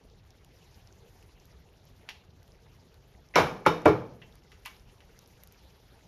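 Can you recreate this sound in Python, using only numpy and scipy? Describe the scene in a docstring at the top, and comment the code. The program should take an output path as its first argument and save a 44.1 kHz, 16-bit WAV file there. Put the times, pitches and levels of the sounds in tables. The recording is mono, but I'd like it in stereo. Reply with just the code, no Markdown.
"""A quiet home kitchen. Low room tone (banded noise) runs throughout under faint sauce pops (short pings)
and small ticks of pasta and of tongs (bursts of a few cycles with a noisy snap). From two seconds in, steel
tongs clack lightly in the hand. Past three seconds a full plate is set down on the enamel stove top in
three knocks, rocking after the first and last. Short dull noise swells surround the onsets of the knocks
and first clack. Blows ring body modes and noise echoes of a small hard room; clacks and ticks carry on."""
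import sys
import numpy as np
from scipy import signal
from scipy.fft import rfft, irfft
from scipy.io import wavfile

SR = 44100
rng = np.random.default_rng(int(sys.argv[2]) if len(sys.argv) > 2 else 0)


def generate_wav(signal):
    """Clip the signal to [-1, 1] and save it as 16-bit WAV at the path in sys.argv[1]."""
    frames = np.transpose(np.atleast_2d(signal))
    scaled = np.clip(frames, -1, 1) * 32767
    pcm = np.round(scaled).astype(np.int16)
    wavfile.write(sys.argv[1], SR, pcm)


N = 267687   # length [samples]


def amp(db):
    """Decibels to gain."""
    return 10 ** (np.asarray(db) / 20)


def rms_one(x):
    """Scale to unit RMS level."""
    return x / np.sqrt(np.mean(x ** 2) + 1e-20)


def at_hz(points, hz):
    """Read a curve of (frequency, value) points on a log-frequency axis."""
    curve_hz, values = np.array(points)[:, :2].T
    return np.interp(np.log(hz), np.log(curve_hz), values)


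def train(times, sizes):
    """Clicks of the given sizes at the given times."""
    out = np.full(N, 1e-18)   # tiny offset keeps the filters away from denormal numbers
    np.add.at(out, (np.array(times) * SR).astype(int), sizes)
    return out


def drift(rate):
    """Slow random wandering of spread 1: noise through two equal low-passes at rate [Hz]."""
    step = 40   # computed once per 40 samples
    r = np.exp(-2 * np.pi * rate * step / SR)
    noise = rng.standard_normal(N // step + 2002)
    slow = signal.lfilter([1], [1, -2 * r, r * r], noise)[2000:]   # drop the run-in
    return np.interp(np.arange(N) / step, np.arange(len(slow)), rms_one(slow))


def ring(clicks, hz, t60):
    """Two-pole resonator: a unit click sets a sine of height 1 ringing, down 60 dB after t60 [s]."""
    r, w = amp(-60 / (t60 * SR)), 2 * np.pi * hz / SR
    return signal.lfilter([0, np.sin(w)], [1, -2 * r * np.cos(w), r * r], clicks)


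EDGES = 22 * 2 ** np.arange(0, 9.8, .45)   # band edges [Hz], 0.45 octave apart


def bands():
    """Each band of the filter bank: its centre [Hz] and its band-pass."""
    for low, high in zip(EDGES, EDGES[1:]):
        yield np.sqrt(low * high), signal.butter(2, [low, high], "band", fs=SR, output="sos")


# spectrum of the room tone's mid: (frequency [Hz], relative level per Hz [dB])
TONE_MID_SPECTRUM = [(20, -20), (36, -4), (60, 0), (130, -6.5), (205, -12.5), (255, -20), (440, -13.5),
                     (560, -22), (720, -17.5), (985, -27.5), (2500, -30.5), (5200, -34), (9000, -37),
                     (16000, -36.5)]
# stereo width of the room tone: (frequency [Hz], side minus mid [dB])
TONE_WIDTH = [(60, -16.5), (150, -9.5), (380, -3.5), (950, -5), (2380, -5), (5980, -2.5), (15000, 9)]
# swells of the treble hiss: (time [s], level relative to the room tone [dB])
HISS_SWELLS = [(0.0, 1), (.51, 3), (.64, 8.5), (.85, 3.5), (1.23, 7), (1.35, 3), (1.47, 6.5), (1.64, 1.5),
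               (2.08, 3.5), (2.209, -3.5), (2.41, 2.5), (3.291, 1.5), (4.44, 4), (5.339, 6.5), (6.06, 5.5)]
TONE_DB, RUMBLE_WANDER_DB = -36, .5


def room_tone(patchy_db):
    """Mid and side noise shaped band by band; bass rumble and treble hiss swell on their own."""
    swell_s, swell_db = np.transpose(HISS_SWELLS)
    white, out = rng.standard_normal((2, 2, N)), np.zeros((2, N))
    together = drift(30)   # flutter shared by the upper bands
    rumble_db = RUMBLE_WANDER_DB * drift(3.0)
    hiss_db = np.interp(np.arange(N) / SR, swell_s, swell_db)
    for k, (hz, sos) in enumerate(bands()):
        high = np.clip(np.log2(hz / 250) / 5.5, 0, 1)   # 0 = all rumble, 1 = all hiss
        swells_db = (1 - high) * rumble_db + high * hiss_db
        flutter_db = patchy_db * (high * together + 2.4 * drift(17))
        gain = amp(TONE_DB + at_hz(TONE_MID_SPECTRUM, hz) + swells_db + flutter_db)
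        width = amp([[0], [at_hz(TONE_WIDTH, min(hz, 6000))]])
        out += gain * width * signal.sosfilt(sos, white[k % 2])
    return out


def crackle(per_s, level_db):
    """Faint sauce pops: random clicks in clumps, each pinging one of 8 pitches from its own direction."""
    born = rng.random(N) < per_s * amp(4.0 * drift(12)) / SR
    strength = amp(2.7 * np.minimum(rng.exponential(1, N), 3))
    pops = strength * born * (2 * rng.random((2, N)) - 1)   # random shares of mid and side
    pitches, dealt = np.geomspace(1500, 13000, 8), rng.integers(0, 8, N)
    out = np.zeros((2, N))
    for k, hz in enumerate(pitches):
        out += ring(pops * (dealt == k) + 1e-18, hz, 21.0 / hz)
    return amp(level_db) * out


# small ticks, of pasta and of the tongs: (time [s], level [dB], centre frequency [Hz],
# left minus right [dB], broad snap relative to the tick [dB])
SMALL_TICKS = [(0.0997, -50.5, 5240, -10, -19), (0.3059, -45.5, 5600, -12, -8),
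               (0.447, -50.5, 2800, -6, 6.5), (0.745, -44.5, 5200, -9, -23), (0.8739, -45, 5240, -14, -14),
               (0.926, -39, 6340, -6, -18), (1.2266, -47, 2700, -6, 0), (1.4, -46, 5950, -14, -15),
               (1.455, -48, 6200, 8, 5), (1.854, -38, 12900, 4, -16), (2.43, -60.5, 4170, -10, 12.5),
               (2.479, -54, 3000, -5, 3), (2.52, -45.5, 5200, -10, -13), (2.943, -51, 4300, -10, -2),
               (3.288, -43, 5600, 1, -11), (3.819, -42, 5830, -8, -6), (4.325, -45.5, 3600, -2.5, -10),
               (4.355, -49, 4930, -10, 3), (4.6509, -47, 4960, -14, 2), (4.6544, -35, 2500, -17, -9),
               (4.766, -43, 5170, -3, -22), (4.797, -47, 5330, -12, -19), (5.1907, -35, 6020, -2, -8),
               (5.2607, -44, 5600, 1.5, -11), (5.2759, -36, 11300, -11, -23),
               (5.436, -23, 12500, -8.5, -19), (5.474, -30.5, 12000, 4, -11),
               (5.5236, -30.5, 12460, -8, -15), (5.5456, -50, 2400, -7.5, -18.5)]
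SNAP_T60_S = .005


def ticks(cycles, tail_db, tail_s):
    """Each tick rings for a few cycles with a broad snap on top and a short grainy tail at its pitch."""
    out, t = np.zeros((2, N)), np.arange(SR // 16) / SR
    for s, level_db, hz, pan_db, snap_db in SMALL_TICKS:
        grain, phase = rng.standard_normal((2, 2, len(t))), t * hz / cycles
        snap_noise = amp(snap_db - 60 * t / SNAP_T60_S) * grain[0]
        snap = np.diff(snap_noise, prepend=0)   # differencing brightens the noise
        tail = ring(grain[1] * amp(-60 * t / tail_s), hz, 5.8 / hz)
        tail = amp(tail_db) * tail * np.sqrt(hz / SR)
        ping = np.sin(2 * np.pi * hz * t) * (1 - np.exp(-15 * phase)) * amp(-50 * phase)
        pan = np.array([[.5], [-.5]]) * pan_db
        out[:, round(s * SR):][:, :len(t)] += amp(level_db + pan) * (ping + snap + tail)
    left, right = out
    return np.array([left + right, left - right]) / 2


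# dull noise swells around the onsets of the knocks and first clack: (start [s], end [s], final level [dB])
ONSET_SWELLS = [(2.079, 2.092, -58), (3.339, 3.358, -35.5), (3.653, 3.665, -34), (3.85, 3.868, -31)]
SWELL_RISE_DB, SWELL_HZ, SWELL_T60_S = 12, 2080, 0.0044


def onset_noise():
    """Noise through one heavily damped resonance near 2 kHz, rising through each swell, then cut off."""
    t, shape = np.arange(N) / SR, np.zeros(N)
    for start, end, level_db in ONSET_SWELLS:
        to_go = (end - t).clip(0, 1) / (end - start)
        shape += amp(level_db - SWELL_RISE_DB * to_go) * (t > start) * (t < end)
    return shape * rms_one(ring(rng.standard_normal((2, N)), SWELL_HZ, SWELL_T60_S))


BOOM_OCTAVES = 0.84   # half-width of the boom, to 1/e of its dB


def colour(body, hz):
    """Size of every blow at one frequency: body spectrum, a boom band, and brightness about a pivot."""
    rows, spectrum, boom_hz, pivot_hz, tilt_from_hz = body
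    _, level_db, boom_db, slope_db, *_ = np.transpose(rows)
    boom = np.exp(-(np.log2(hz / boom_hz) / BOOM_OCTAVES) ** 2)
    octaves = min(np.log2(max(hz, tilt_from_hz) / pivot_hz), 3.0)   # the tilt goes flat at both ends
    return amp(at_hz(spectrum, hz) + level_db + boom_db * boom + slope_db * octaves)


# how long the room rings: (frequency [Hz], decay by 60 dB [s])
ROOM_DECAY = [(60, 0.98), (95, 0.32), (160, 0.97), (420, 0.68), (1100, 0.43), (2900, 0.41), (7700, 0.4),
              (14000, 0.44)]
# stereo width of the echoes: (frequency [Hz], side minus mid [dB])
ROOM_WIDTH = [(60, -15), (150, -12), (380, -2.5), (950, 0.5), (2380, -2), (5980, -2), (15000, -4.5)]


def room_answer(body, rattle_db, rattle_s, echo_db, build_s, build_cycles):
    """A short rattle and dense echoes: noise that builds up and dies band by band after every blow."""
    times, out = [row[0] for row in body[0]], np.zeros((2, N))
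    white = rng.standard_normal((2, 2, N))
    for k, (hz, sos) in enumerate(bands()):
        clicks = train(times, colour(body, hz)) / np.sqrt(hz / SR)   # levels are per band, not per Hz
        echo_decay, rattle_decay = amp(-60 / (at_hz(ROOM_DECAY, hz) * SR)), amp(-60 / (rattle_s * SR))
        echoes = signal.lfilter([amp(echo_db)], [1, -echo_decay], clicks)
        rattle = signal.lfilter([amp(rattle_db)], [1, -rattle_decay], clicks)
        build = np.exp(-1 / ((build_s + build_cycles / hz) * SR))   # lows take longer to fill the room
        shape = signal.lfilter([1 - build], [1, -build], echoes + rattle)
        out += signal.sosfilt(sos, amp([[0], [at_hz(ROOM_WIDTH, hz)]]) * shape * white[k % 2])
    return out


def struck_modes(body, modes, spots, ring_db, swell_cycles):
    """Each natural mode swells over some cycles, then dies away, as loud as the struck spot drives it."""
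    times, out = [row[0] for row in body[0]], np.zeros((2, N))
    for k, (hz, t60, *spot_db) in enumerate(modes):
        chance_db = rng.normal(0, 1.0, len(times))
        sizes = colour(body, hz) * amp(np.take(spot_db, spots) + ring_db + chance_db)
        swell = ring(train(times, sizes), hz, swell_cycles / hz)
        swell = np.diff(swell, prepend=0) / (2 * np.pi)
        side = amp(at_hz(ROOM_WIDTH, hz) - 2.0) * (-1) ** k   # neighbouring modes lean opposite ways
        out += ring(swell, hz, t60) * [[1], [side]]
    return out


CRACK_DELAY_S = .0007


def bursts(rows, parts, crack_cycles):
    """Every blow's crack at its own pitch, then the bursts that all blows on this body share."""
    out = []
    for s, level_db, _, brightness, crack_hz, crack_db in rows:
        out.append((s + CRACK_DELAY_S, crack_db, crack_hz, crack_cycles))
        for delay_s, hz, cycles, part_db, gain_db in parts:
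            out.append((s + delay_s, level_db + part_db + gain_db * brightness, hz, cycles))
    return out


# first wall echoes: (delay [s], level [dB], share of the width, sign gives the side)
WALL_ECHOES = [(.0055, -14.5, 0.83), (0.01, -17.5, -0.79), (0.0163, -14.5, 0.91), (0.0209, -13.5, -1),
               (0.028, -20, 1)]


def contacts(rows, width):
    """Each contact is a burst of a few cycles; the nearest walls send it back from either side."""
    direct, t = np.zeros(N), np.arange(SR // 20) / SR
    for s, level_db, hz, cycles in rows:
        phase = hz * t / cycles   # 58 dB down when this reaches 1
        envelope = (1 - np.exp(-12 * phase)) * amp(level_db - 58 * phase)
        direct[round(s * SR):][:len(t)] += np.sin(2 * np.pi * hz * t) * envelope
    out = direct * np.array([[1], [0]])
    for lag_s, level_db, side in WALL_ECHOES:
        out += amp(level_db) * np.roll(direct, round(lag_s * SR)) * [[1], [width * side]]
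    return out


def thin(x, hz):
    """Small bodies radiate no deep bass: high-pass."""
    return signal.sosfilt(signal.butter(3, hz, "high", fs=SR, output="sos"), x)


def lean(x, right):
    """A source off to the right puts some of its mid, inverted, into the side."""
    mid, side = x
    return np.array([mid, side - right * mid])


# tong arms meeting: (time [s], level [dB], boom [dB], brightness [dB per octave],
# crack frequency [Hz], crack level [dB])
CLACK_BLOWS = [(2.089, -20, -12, -1.5, 2620, -15.5), (2.1028, -33, -30, -14, 2800, -26),
               (4.2175, -29, -9, -38, 2470, -38), (4.5178, -36, -4.5, 0, 2720, -37.5),
               (4.6583, -26.5, 3, 5, 2700, -20), (4.6635, -34, -4, -4, 2250, -24),
               (5.0046, -43, -2, -0.5, 2820, -35)]
# which of the two places along the arms meets, one per clack: (column of place levels)
CLACK_PLACES = [0, 0, 0, 0, 1, 1, 0]
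# spectrum of a clack: (frequency [Hz], relative level [dB])
CLACK_SPECTRUM = [(170, -46), (300, -52), (600, -15), (1300, -14.5), (2600, -10.5), (5500, -17.5),
                  (12000, -16.5)]
# bursts in every contact of the arms: (delay [s], frequency [Hz], cycles to fall 58 dB,
# level relative to the clack [dB], gain per unit of brightness [dB])
CLACK_BURSTS = [(0.00073, 11300, 4.1, -1.5, 3.5), (0.00159, 1260, 3.2, -18.5, 3.4),
                (0.0004, 1740, 6.8, -5, 0.12)]
# modes of the steel arms: (frequency [Hz], decay by 60 dB [s], then relative level at each place [dB])
TONG_MODES = [(690, 0.12, 3, -5), (1006, 0.13, -16, 2), (1045, 0.21, -16, 11), (1198, 0.12, -5, 5),
              (1810, 0.066, 1.5, -11), (1993, 0.072, 7.5, 13), (2250, 0.2, -4, 9), (2700, 0.16, 1, 0),
              (2860, 0.17, 0, 4.5), (3040, 0.22, -10, -7), (3343, 0.2, -3.5, -8), (4700, 0.17, -8, -16),
              (4760, 0.08, -8, -18), (5600, 0.11, 0.5, -16)]
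CLACK_BOOM_HZ, CLACK_PIVOT_HZ, CLACK_TILT_FROM_HZ = 1190, 3070, 3060
CLACK_CRACK_CYCLES, TONGS_RIGHT = 4.2, 0.035   # TONGS_RIGHT: share of the mid leaning right


def tongs():
    """Steel arms meet: crisp contact bursts, ringing arm modes and the room's answer."""
    arms = CLACK_BLOWS, CLACK_SPECTRUM, CLACK_BOOM_HZ, CLACK_PIVOT_HZ, CLACK_TILT_FROM_HZ
    body = room_answer(arms, rattle_db=-11.5, rattle_s=0.033, echo_db=-23.5, build_s=0.00024, build_cycles=4.9)
    body += struck_modes(arms, TONG_MODES, CLACK_PLACES, ring_db=3.5, swell_cycles=0.89)
    contact = contacts(bursts(CLACK_BLOWS, CLACK_BURSTS, CLACK_CRACK_CYCLES), width=0.2)
    return lean(thin(thin(body, hz=654) + contact, hz=600), TONGS_RIGHT)


# broad resonances of the plate: (frequency [Hz], width [Hz], level [dB])
PLATE_RESONANCES = [(460, 47, -2), (1100, 430, -0.5), (2320, 120, 1.5), (3670, 23, 8), (5284, 300, 0.5)]


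def resonant(x):
    """The plate lifts a few broad bands out of whatever shakes it: band-passes added to the source."""
    out = x.copy()
    for hz, width_hz, level_db in PLATE_RESONANCES:
        r = np.exp(-np.pi * width_hz / SR)
        zeros = np.array([1, 0, -1]) * (1 - r * r) / 2
        poles = [1, -2 * r * np.cos(2 * np.pi * hz / SR), r * r]
        out += amp(level_db) * signal.lfilter(zeros, poles, x)
    return out


# plate on the stove top: (time [s], level [dB], boom [dB], brightness [dB per octave],
# crack frequency [Hz], crack level [dB])
KNOCK_BLOWS = [(3.3566, -8, 6, 0.035, 2230, -3), (3.3715, -19, 10.5, -3.5, 870, -9),
               (3.380, -14.5, 6.5, -1, 1100, -12), (3.3875, -25.5, 7.5, 0, 600, -21),
               (3.397, -20, 6.5, -2, 1140, -22), (3.6622, -7.5, 6.5, -1, 1280, -1),
               (3.856, -4.5, 19.5, -5.5, 1005, -10), (3.8775, -21.5, 3, -1, 385, -11.5)]
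# which of three spots of the stove top each knock lands on: (column of spot levels)
KNOCK_PLACES = [0, 0, 0, 0, 0, 1, 2, 2]
# the sheet top flexes under the plate in dull thumps: (time [s], frequency [Hz], level [dB])
SHEET_THUMPS = [(3.358, 500, -6.5), (3.385, 480, -10.5), (3.6637, 540, -10), (3.8578, 600, -1.5),
                (3.867, 470, -5.5), (3.8769, 439, -6.5), (3.9098, 420, -12)]
# spectrum of a knock: (frequency [Hz], relative level [dB])
KNOCK_SPECTRUM = [(45, -42.5), (90, -25.5), (170, -21), (300, -18.5), (600, -10), (1300, -10),
                  (2600, -13.5), (5500, -19.5), (12000, -19)]
# further bursts in the plate's contact: (delay [s], frequency [Hz], cycles to fall 58 dB,
# level relative to the knock [dB], gain per unit of brightness [dB])
KNOCK_BURSTS = [(.0004, 5600, 19, -1, 24.5), (.0004, 8040, 22, -20, -1.3), (.0007, 10500, 12, -6.5, 0.5)]
# modes of sheet top and plate: (frequency [Hz], decay by 60 dB [s], then relative level at each spot [dB])
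STOVE_MODES = [(89.3, 0.2, -16, -25, -10), (122, 0.093, -22.5, -19.5, -7), (164.3, .4, 0, 1, -4.5),
               (307.8, 0.35, -5.5, -4, 4.5), (322.7, 0.25, -4.5, -4.5, 8), (381.6, 0.16, 0.5, 1, 5),
               (415.5, 0.27, -15, -7.5, 2), (438.5, 0.18, -16.5, -7, 5), (458, 0.38, -10.5, -11, -14.5),
               (497, 0.48, -6, -12, -9.5), (605, 0.1, -6.5, -9, 4), (705, 0.14, -9.5, -19, -17.5),
               (714, .15, -18.5, -16, 0), (826, 0.24, -14.5, -15.5, -13.5), (856, 0.14, -12, -0.5, -17),
               (991, 0.16, -5.5, -11, -7), (1100, .3, -21, -17.5, -18.5), (1155, 0.1, -16.5, -19.5, -18.5),
               (1253.4, .12, -6, -11.5, -17), (1384.5, .2, -14.5, -11, -7), (1450, .2, -9, -16, -22.5),
               (1697, .2, -25.5, -23.5, -13.5), (1785, 0.16, -30, -11, -16), (2190, .27, -6, -20.5, -17),
               (2283, 0.21, -8, -21.5, -11), (2670, 0.36, -13.5, -21, -27),
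               (2970, .25, -14.5, -10.5, -24.5), (3398, 0.086, -20, -14, -19.5), (3700, 0.3, -13, -13, -19),
               (4000, 0.21, -9, -23.5, -21), (4837, 0.13, -7, -16, -21.5), (5440, 0.16, -12.5, -11.5, -17),
               (7420, .13, -1, -13, -9.5)]
KNOCK_BOOM_HZ, KNOCK_PIVOT_HZ, KNOCK_TILT_FROM_HZ = 94.9, 730, 930
KNOCK_CRACK_CYCLES, THUMP_CYCLES, PLATE_RIGHT = 13, 8.5, .08   # PLATE_RIGHT: share of the mid leaning right


def plate():
    """The plate strikes enamelled sheet: cracks and thumps, ringing modes and the room's answer."""
    dish = KNOCK_BLOWS, KNOCK_SPECTRUM, KNOCK_BOOM_HZ, KNOCK_PIVOT_HZ, KNOCK_TILT_FROM_HZ
    body = room_answer(dish, rattle_db=-12.0, rattle_s=0.071, echo_db=-19.5, build_s=0.00096, build_cycles=0.22)
    body += struck_modes(dish, STOVE_MODES, KNOCK_PLACES, ring_db=-0.5, swell_cycles=10.5)
    thumps = [(s, level_db, hz, THUMP_CYCLES) for s, hz, level_db in SHEET_THUMPS]
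    contact = contacts(bursts(KNOCK_BLOWS, KNOCK_BURSTS, KNOCK_CRACK_CYCLES) + thumps, width=0.17)
    return lean(resonant(body) + thin(contact, hz=289), PLATE_RIGHT)


def scene():
    """Mid and side of all sources, turned to left and right."""
    background = room_tone(patchy_db=1.1) + crackle(per_s=130, level_db=-63.0)
    small = ticks(cycles=12.0, tail_db=-24, tail_s=.04)
    mid, side = background + small + onset_noise() + tongs() + plate()
    return np.array([mid + side, mid - side])


# fixed equalisation of the mid, with a deep dip near 8 kHz: (frequency [Hz], level [dB])
MID_EQ = [(6000, 2), (7200, -2.5), (7800, -18), (8600, -16), (9400, -6), (13300, -3.5), (14200, -27),
          (16500, -36)]
# fixed equalisation of the side, with a deep dip near 12 kHz: (frequency [Hz], level [dB])
SIDE_EQ = [(6000, 3.5), (9500, 0.5), (10800, -23.5), (12800, -31.5), (14000, 2), (15800, -11.5),
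           (16500, -31)]
LEFT_DB, LEFT_LAG_S, LAG_FADE_HZ, CUTOFF_HZ = -2.5, .00009, 5000, 16651   # left against right; top cut


def record(dry):
    """The left is quieter and, in the bass, later; mid and side are equalised apart and the top is cut."""
    hz = np.maximum(np.fft.rfftfreq(N, 1 / SR), 1)
    lag_s = LEFT_LAG_S * np.exp(-hz / LAG_FADE_HZ)   # the lag fades toward the treble
    left, right = rfft(dry[0]) * np.exp(-2j * np.pi * hz * lag_s), rfft(dry[1])
    mid = irfft((left + right) * amp(at_hz(MID_EQ, hz)), N) / 2
    side = irfft((left - right) * amp(at_hz(SIDE_EQ, hz)), N) / 2
    pair = np.array([mid + side, mid - side]) * amp([[LEFT_DB / 2], [-LEFT_DB / 2]])
    return signal.sosfilt(signal.cheby2(12, 70, CUTOFF_HZ, fs=SR, output="sos"), pair)


dry = scene()
out = record(dry)
generate_wav(out)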